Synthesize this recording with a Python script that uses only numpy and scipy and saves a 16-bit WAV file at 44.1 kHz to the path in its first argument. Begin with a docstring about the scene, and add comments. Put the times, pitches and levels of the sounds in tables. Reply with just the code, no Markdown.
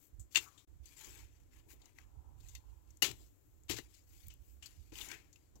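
"""In a walled orchard, a long-handled steel shovel digs straw-covered soil. It clinks on a stone, is
trodden into the ground, levers up a clod, drops it and slaps it flat. Soil crunches and straw snaps:
showers of tiny clicks that also set the blade ringing. Earth lands in thuds of low noise.
The left microphone hears the work; the right one catches little but wind."""
import sys
import numpy as np
from scipy import signal
from scipy.fft import rfft, irfft, next_fast_len
from scipy.io import wavfile
from scipy.ndimage import uniform_filter1d, map_coordinates

SR = 44100
rng = np.random.default_rng(int(sys.argv[2]) if len(sys.argv) > 2 else 0)


def wav_out(sig):
    """Save sig, one row per channel (or a flat mono array), as 16-bit PCM at SR to the path in sys.argv[1]."""
    wavfile.write(sys.argv[1], SR, np.round(np.clip(np.atleast_2d(sig).T, -1, 1) * 32767).astype(np.int16))


N = 246959

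# Levels compare rows within a table. fade_s is the time a sound takes to fall by 60 dB.
# the blade pushes through earth: start_s, length_s, crunch_db, grind_db
BLADE_STROKES = [(0.0, 0.068, -72, -80), (0.306, 0.09, -58.5, -94), (0.373, 0.098, -54.5, -61),
                 (0.455, 0.23, -75, -98), (0.825, 0.19, -63, -74), (0.96, 0.19, -55, -60.5),
                 (1.113, 0.15, -61.5, -63.5), (1.3, 0.19, -77.5, -82.5), (1.505, 0.12, -69, -70.5),
                 (1.683, 0.072, -64.5, -67.5), (1.787, 0.16, -73.5, -74), (1.948, 0.11, -73, -70),
                 (2.372, 0.25, -66, -82), (2.637, 0.18, -83, -90), (2.841, 0.16, -77.5, -94.5),
                 (3.108, 0.19, -67.5, -91), (3.3, 0.47, -93.5, -98.5), (3.786, 0.11, -68, -74),
                 (3.882, 0.15, -68, -91.5), (4.067, 0.29, -67.5, -81.5), (4.391, 0.21, -78, -88),
                 (4.61, 0.18, -66.5, -74), (4.732, 0.27, -74.5, -101), (4.93, 0.18, -49.5, -57),
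                 (5.074, 0.091, -61.5, -49.5), (5.238, 0.3, -77, -90.5)]
# strength of the breeze: time_s, level_db
BREEZE = [(0.0, -80), (0.24, -46), (0.3, -66), (0.6, -75.5), (0.72, -53), (1.62, -53), (1.92, -63.5),
          (1.98, -53.5), (2.46, -49.5), (3.24, -57), (3.3, -66.5), (3.72, -51), (3.9, -59), (4.44, -52),
          (4.62, -59.5), (5.04, -48), (5.4, -60.5), (5.58, -55.5)]
# single puffs of wind: middle_s, level_db
PUFFS = [(0.143, -48.5), (0.204, -42.5), (2.183, -41), (4.279, -41.5), (4.412, -49), (4.804, -40)]
# light brushes over straw: middle_s, level_db, half_width_s
STRAW_BRUSHES = [(0.035, -58.5, 0.052), (1.715, -53, 0.03), (2.781, -74.5, 0.088), (3.22, -69.5, 0.091),
                 (3.45, -71.5, 0.28), (4.17, -62, 0.11), (4.499, -62.5, 0.083), (5.019, -55, 0.028)]
# straw, roots and grit break: start_s, level_db, fade_s, pitch_hz, ring_db
STRAW_SNAPS = [(0.195, -51, 0.13, 7700, -31), (0.577, -52, 0.18, 3580, -19), (0.856, -47, 0.022, 6960, 0),
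               (1.044, -48, 0.057, 6600, -19), (1.8173, -50.5, 0.011, 5160, 7),
               (1.8564, -48.5, 0.012, 5970, -3.5), (1.9853, -42, 0.02, 1930, -13),
               (2.4042, -56.5, .04, 4490, -19.5), (2.4853, -49.5, 0.071, 6300, -4.5),
               (2.551, -41, 0.02, 5970, -8.5), (2.9043, -57, 0.037, 6500, -24.5),
               (2.9703, -54, 0.022, 7250, -18), (3.6346, -60.5, 0.019, 7500, -25.5),
               (3.7836, -34, 0.047, 2000, -3), (3.9407, -53.5, 0.078, 5100, -3),
               (4.3012, -51, 0.15, 2830, -5.5), (4.6244, -43.5, 0.15, 2850, -18),
               (4.6585, -39.5, 0.057, 4460, -29), (4.9203, -52, 0.15, 2520, -16),
               (4.9541, -41.5, 0.052, 3060, -15), (4.985, -37.5, 0.039, 3350, -10),
               (5.0105, -31.5, 0.031, 3440, 16), (5.086, -43, 0.038, 6350, -14),
               (5.114, -34.5, .045, 2350, -22), (5.1289, -48, 0.31, 2275, -23),
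               (5.328, -53.5, 0.041, 5600, -4.5), (5.3579, -51, 0.029, 2700, -10),
               (5.555, -58, 0.052, 5920, -20.5)]
# the blade hits stone or clod: start_s, level_db, rise_s, fade_s, ring_db, stoniness (0 to 1)
BLADE_HITS = [(0.3481, -28.5, .0005, 0.051, -10, 0.16), (0.3568, -9.5, 0.00023, 0.037, 7, 0.82),
              (0.3698, -18.5, 0.0004, 0.061, -3.5, 0.62), (2.5512, -42.5, 0.00017, 0.07, 4, 0),
              (3.0204, -14, 0.0027, 0.066, -1, 0.01), (3.038, -24.5, 0.0039, 0.17, -6, 0.29),
              (3.112, -37, 0.0022, 0.022, -17, 0.42), (3.682, -52, 0.0035, 0.068, -20, 0.51),
              (3.6913, -35.5, 0.0023, 0.11, -31, 0.1), (3.6957, -28, 0.00086, 0.15, -23, 0.1),
              (3.708, -31.5, 0.0027, 0.17, -24, 0.44), (3.762, -38, 0.0059, 0.12, -16, 0.2)]
# earth lands or is packed down: start_s, level_db, fade_s, deep_thump_db
EARTH_THUDS = [(0.358, -51.5, 0.3, -3), (1.048, -59.5, 0.96, -4), (1.665, -61, 0.16, -20),
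               (1.732, -60, 0.2, -7), (3.021, -37, 0.24, -12), (3.082, -45, 0.18, -3),
               (3.192, -59.5, 0.25, -14), (3.694, -37.5, 0.19, -5), (3.728, -50, 0.27, -2),
               (3.782, -41, 0.068, -24.5), (4.919, -47.5, 0.08, -23.5), (5.0, -56, 0.77, -13),
               (5.077, -57, 0.3, -12), (5.554, -53, 0.12, -2)]
# the buried blade rubs: start_s, length_s, level_db, pitch_hz
BURIED_RUBS = [(0.451, 0.047, -59.5, 1230), (0.495, 0.14, -74.5, 1100), (1.78, 0.13, -74, 831),
               (1.985, 0.018, -61, 1206), (2.02, 0.44, -74, 877), (2.354, 0.63, -78, 929)]
# thin, close clicks: start_s, level_db
CLOSE_TICKS = [(4.27, -44), (4.2832, -35.5), (4.339, -46)]
# the notes the steel blade rings at: pitch_hz, level_db
BLADE_NOTES = [(851, -9), (1120, -11), (1319, -11), (1920, -5), (2063, -6), (2390, -10), (2650, -9),
               (2746, -3), (2880, 2), (3172, -7), (3458, -7), (3601, 1), (3684, -4), (3962, -3), (4332, -2),
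               (4562, -8), (6135, -7), (6816, -6), (7063, -9), (7623, -7)]
# the tone of one snap: multiple_of_pitch, level_db
SNAP_TONE = [(.2, -22.5), (.45, -18), (.72, -11.5), (1, 0.5), (1.3, -11), (2.198, -12), (4.998, -24.5)]
# how long the orchard echoes: pitch_hz, fade_s
ECHO_FADES = [(200, 0.26), (1000, 0.16), (3000, 0.11), (14000, 0.28)]

# Each tone says how strong a sound is from low to high: pitch_hz, level_db
CRUNCH_TONE = [(200, -19.5), (1200, -12.5), (1800, -6.5), (2300, 2), (3300, 0.5), (4800, 1.5), (7000, -3),
               (11000, -3), (16000, -6.5)]  # loose crumbs
GRIND_TONE = [(100, -20), (220, -9.5), (350, 0.5), (600, -15), (900, 1), (1250, -7), (1600, -0.5),
              (2300, 2), (3200, -4.5), (6000, -27)]  # packed earth
WIND_TONE = [(15, -17), (35, 0), (60, 9.5), (100, -3.5), (150, -15.5), (220, -28.5), (320, -33),
             (600, -48.5), (2000, -62.5)]
STONE_TONE = [(100, -38.5), (650, -22), (850, -15), (1600, -11), (2200, -3.5), (2950, 2.5), (3700, -3),
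              (4500, -8), (5400, -13), (7200, -4.5), (11000, -27.5), (13500, -25.5), (16000, -23.5)]
CLOD_TONE = [(100, -28.5), (600, -16.5), (900, -10), (1600, -9.5), (2000, -4.5), (2900, -1), (3500, -4),
             (4100, -0.5), (5000, 0), (7500, -13), (11500, -5.5), (13500, -14.5), (16000, -11.5)]
LUMP_TONE = [(60, -18), (140, -4.5), (210, -13), (310, 1.5), (420, -4), (560, -15), (900, -16.5),
             (2000, -43.5)]  # soft earth landing
VALLEY_TONE = [(20, -11), (60, -5.5), (100, 2), (200, -17.5), (300, -6), (430, -16), (600, -20.5),
               (1200, -26.5), (2500, -31), (5000, -34), (7300, -32.5), (16000, -33)]
HISS_TONE = [(20, 5.5), (320, 12), (600, 5), (1500, 1.5), (4000, -3), (10000, -6.5), (16000, -2)]
LEFT_MIC_TONE = [(20, 2.5), (5200, -0.5), (7400, 8.5), (8100, 3.5), (8900, -8), (9700, -4.5), (11200, 2),
                 (16000, 1.5)]  # what the left microphone boosts and cuts
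STRAW_TONE = [(2000, -28.0), (7000, -10.5), (12000, -5.5), (16000, -2.5)]
GROUND_TONE = [(25, -19.5), (60, -2), (120, 4), (250, -35.5)]
FLUTTER_TONE = [(20, -2.5), (110, 0), (250, -12), (450, -10.5), (900, -33.5), (2000, -74)]
TICK_TONE = [(500, -17), (5000, -17), (9500, -2), (16000, 2.5)]


def gain(db):
    """Turn decibels into a number to multiply by."""
    return 10 ** (np.asarray(db) / 20)


def normalised(x):
    """Scale x to an average power of 1."""
    return x / np.sqrt(np.mean(x ** 2) + 1e-20)


def as_strong_as(x, other):
    """Scale x to the same average power as another signal."""
    return normalised(x) * np.sqrt(np.mean(other ** 2))


def at_pitch(table, hz):
    """Read between a table's rows, with pitch spaced in octaves."""
    pitches, values = np.transpose(table)
    return np.interp(np.log(hz + 1), np.log(pitches + 1), values)


def over_time(table):
    """Join (time_s, value) points with straight lines, one value per sample."""
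    times, values = np.transpose(table)
    return np.interp(np.arange(N) / SR, times, values)


def wobble(per_s):
    """A smooth curve through per_s random points a second."""
    points = rng.standard_normal(int(N * per_s / SR) + 4)
    return map_coordinates(points, [np.arange(N) * per_s / SR])


def filtered(x, gain_at):
    """Turn each pitch in x up or down by gain_at(hz)."""
    size = x.shape[-1]
    padded = next_fast_len(size + 2048, True)
    hz = np.fft.rfftfreq(padded, 1 / SR)
    return irfft(rfft(x, padded) * gain_at(hz), padded)[..., :size]


def with_tone(x, tone):
    """Give x a tone, at an average power of 1."""
    return normalised(filtered(x, lambda hz: gain(at_pitch(tone, hz))))


def noise(size, tone):
    """Steady noise with the given tone."""
    return with_tone(rng.standard_normal(size), tone)


def grains(size, per_s, spread_db):
    """Tiny breaks: clicks at random moments and of very unequal strength."""
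    clicks = (rng.random(size) < per_s / SR) * rng.standard_normal(size)
    return clicks * gain(spread_db * rng.standard_normal(size))


def burst(t, rise_s, fade_s):
    """A loudness shape that swells to 1 and dies away."""
    shape = (1 - np.exp(-t / rise_s)) * gain(-60 * t / fade_s)
    return shape / shape.max()


def add(track, start_s, sound):
    """Mix a sound into the track at start_s."""
    part = track[round(start_s * SR):][:len(sound)]
    part += sound[:len(part)]


def stroke(start_s, length_s, bite_s=0.008, arch_db=12.5, fade_db_per_s=170):
    """The loudness of one push: it bites quickly, is strongest midway, then trickles out."""
    t = np.maximum(np.arange(N) / SR - start_s, 0)
    off_centre = 2 * np.minimum(t / length_s, 1) - 1
    db = -arch_db * off_centre ** 2 - fade_db_per_s * np.maximum(t - length_s, 0)
    return np.minimum(t / bite_s, 1) * gain(db)


def patchy(x, depth_db, width_hz, life_s):
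    """Crumbs of changing size make narrow bands of pitch come and go."""
    bands = signal.stft(x, nperseg=512)[2]  # rows are pitches, columns are moments
    patches = rng.standard_normal(bands.shape)
    for axis, span in enumerate([width_hz * 512 / SR, life_s * SR / 256]):
        patches = uniform_filter1d(patches, max(1, round(span)), axis)
    bands = bands * gain(depth_db * normalised(patches))
    return normalised(signal.istft(bands, nperseg=512)[1][:len(x)])


def blade_ring(force, fade_s=0.05):
    """A force rings the steel, with a new mix of its notes each time; earth soon stills it."""
    t = np.arange(SR // 14) / SR
    hz, db = np.transpose(BLADE_NOTES)
    strengths = gain(db + rng.normal(0, 2.1, len(hz)))
    notes = np.sin(2 * np.pi * (np.outer(hz, t) + rng.random((len(hz), 1))))
    ring = (strengths @ notes) * gain(-60 * t / fade_s)
    return as_strong_as(signal.fftconvolve(force, ring)[:len(force)], force)


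def soil_scrape():
    """The blade moves in small jerks: crumbs crackle along the steel, packed earth grinds lower."""
    crunch_level, grind_level = np.zeros(N), np.zeros(N)
    for start_s, length_s, crunch_db, grind_db in BLADE_STROKES:
        effort = stroke(start_s, length_s)
        crunch_level += gain(crunch_db) * effort
        grind_level += gain(grind_db) * effort
    jerks_db = 1.3 * wobble(per_s=83)
    crumbs = grains(N, per_s=17000, spread_db=3.5)
    crumbs = with_tone(patchy(crumbs, depth_db=3.3, width_hz=350, life_s=0.04), CRUNCH_TONE)
    packed = grains(N, per_s=7800, spread_db=1.5)
    packed = with_tone(patchy(packed, depth_db=3.5, width_hz=170, life_s=0.025), GRIND_TONE)
    crunch = crunch_level * gain(jerks_db + 5.5) * (crumbs + gain(-22.5) * blade_ring(crumbs))
    grind = grind_level * gain(jerks_db + 4.5) * packed
    return crunch + grind


def wind():
    """Swirling air rumbles on the microphone; now and then it bursts in a low puff."""
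    swirl_db = 2.86 * wobble(per_s=11)
    out = gain(over_time(BREEZE) + swirl_db - 0.5) * noise(N, WIND_TONE)
    swell = np.hanning(SR // 14)
    for middle_s, db in PUFFS:
        puff = swell * noise(len(swell), WIND_TONE)
        add(out, middle_s - len(swell) / SR / 2, gain(db + 1) * puff)
    return out


def straw_rustle():
    """Dry straw brushed lightly gives a thin, airy rustle."""
    swell, t = np.zeros(N), np.arange(N) / SR
    for middle_s, db, half_width_s in STRAW_BRUSHES:
        swell += gain(db) * np.exp(-((t - middle_s) / half_width_s) ** 2)
    return swell * with_tone(grains(N, per_s=8700, spread_db=3), STRAW_TONE)


def impact(tone, rise_s, fade_s, ring_db):
    """A brief shower of tiny breaks; part of its energy rings the blade."""
    t = np.arange(SR // 5) / SR
    shape = burst(t, rise_s, fade_s)
    crush = with_tone(grains(len(t), per_s=30000, spread_db=0), tone) * shape
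    return as_strong_as(crush + gain(ring_db) * blade_ring(crush), shape)


def straw_snaps():
    """Stalks and grit give way one at a time; the smaller the piece, the higher its pitch."""
    out = np.zeros(N)
    for start_s, db, fade_s, hz, ring_db in STRAW_SNAPS:
        tone = [(hz * multiple, level_db) for multiple, level_db in SNAP_TONE]
        snap = impact(tone, rise_s=0.00076, fade_s=fade_s, ring_db=ring_db)
        add(out, start_s, gain(db - 1) * snap)
    return out


def blade_hits():
    """Stone gives a hard clink near 3 kHz; a clod bursts with a broad, gritty slap."""
    out, hz = np.zeros(N), np.geomspace(100, 16000, num=80)
    for start_s, db, rise_s, fade_s, ring_db, stoniness in BLADE_HITS:
        blend_db = stoniness * at_pitch(STONE_TONE, hz) + (1 - stoniness) * at_pitch(CLOD_TONE, hz)
        tone = np.column_stack([hz, blend_db])
        add(out, start_s, gain(db - 1) * impact(tone, rise_s, fade_s, ring_db))
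    return out


def earth_thuds():
    """Soft earth takes a blow without ringing; heavy lumps shake the ground too."""
    out, t = np.zeros(N), np.arange(SR // 2) / SR
    for start_s, db, fade_s, deep_thump_db in EARTH_THUDS:
        lump = noise(len(t), LUMP_TONE) * burst(t, rise_s=0.0037, fade_s=fade_s)
        ground = noise(len(t), GROUND_TONE) * burst(t, rise_s=0.015, fade_s=fade_s)
        add(out, start_s, gain(db) * (lump + gain(deep_thump_db) * ground))
    return out


def buried_rub():
    """The buried blade rubs faintly as it levers the clod: one rough, hollow note per stroke."""
    out, t = np.zeros(N), np.arange(N) / SR
    flutter = noise(N, FLUTTER_TONE)  # smears a pure note into a band of noise
    for start_s, length_s, db, hz in BURIED_RUBS:
        out += gain(db + 8.5) * stroke(start_s, length_s) * flutter * np.sin(2 * np.pi * hz * t)
    return out


def close_ticks():
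    """Very short, thin clicks right by the microphone."""
    out, t = np.zeros(N), np.arange(SR // 20) / SR
    shape = burst(t, rise_s=0.0002, fade_s=0.012)
    for start_s, db in CLOSE_TICKS:
        add(out, start_s, gain(db) * shape * noise(len(t), TICK_TONE))
    return out


def orchard_echo(x):
    """Fence, bank and trees scatter the sound into a short tail."""
    hz, t, bands = signal.stft(rng.standard_normal(SR // 2), SR, nperseg=256)
    fade = gain(-60 * t / at_pitch(ECHO_FADES, hz)[:, None])
    tail = signal.istft(bands * fade, SR, nperseg=256)[1]
    delayed = np.pad(x, (SR // 100, 0))  # 10 ms late
    return signal.fftconvolve(delayed, tail / np.linalg.norm(tail))[:N]


def scene():
    """Digging and the valley's murmur on the left; wind, hiss and a faint echo on the right."""
    digging = blade_hits() + straw_snaps() + earth_thuds() + soil_scrape() + straw_rustle() + buried_rub()
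    digging += gain(-18.5) * orchard_echo(digging)
    valley = gain(-64.5) * noise(N, VALLEY_TONE)
    left = filtered(digging + valley + close_ticks(), lambda hz: gain(at_pitch(LEFT_MIC_TONE, hz)))
    right = wind() + gain(-77.5) * noise(N, HISS_TONE) + gain(-49.5) * orchard_echo(digging)
    return np.array([left, right])


def record(dry):
    """The level dips briefly once, and the highest treble is cut off sharply."""
    dip_db = over_time([(0.648, 0), (0.656, -30), (0.668, -30), (0.675, 0)])
    top_hz, steepness = 16000, 120
    return gain(-4.0) * filtered(dry * gain(dip_db), lambda hz: 1 / (1 + (hz / top_hz) ** steepness))


dry = scene()
out = record(dry)
wav_out(out)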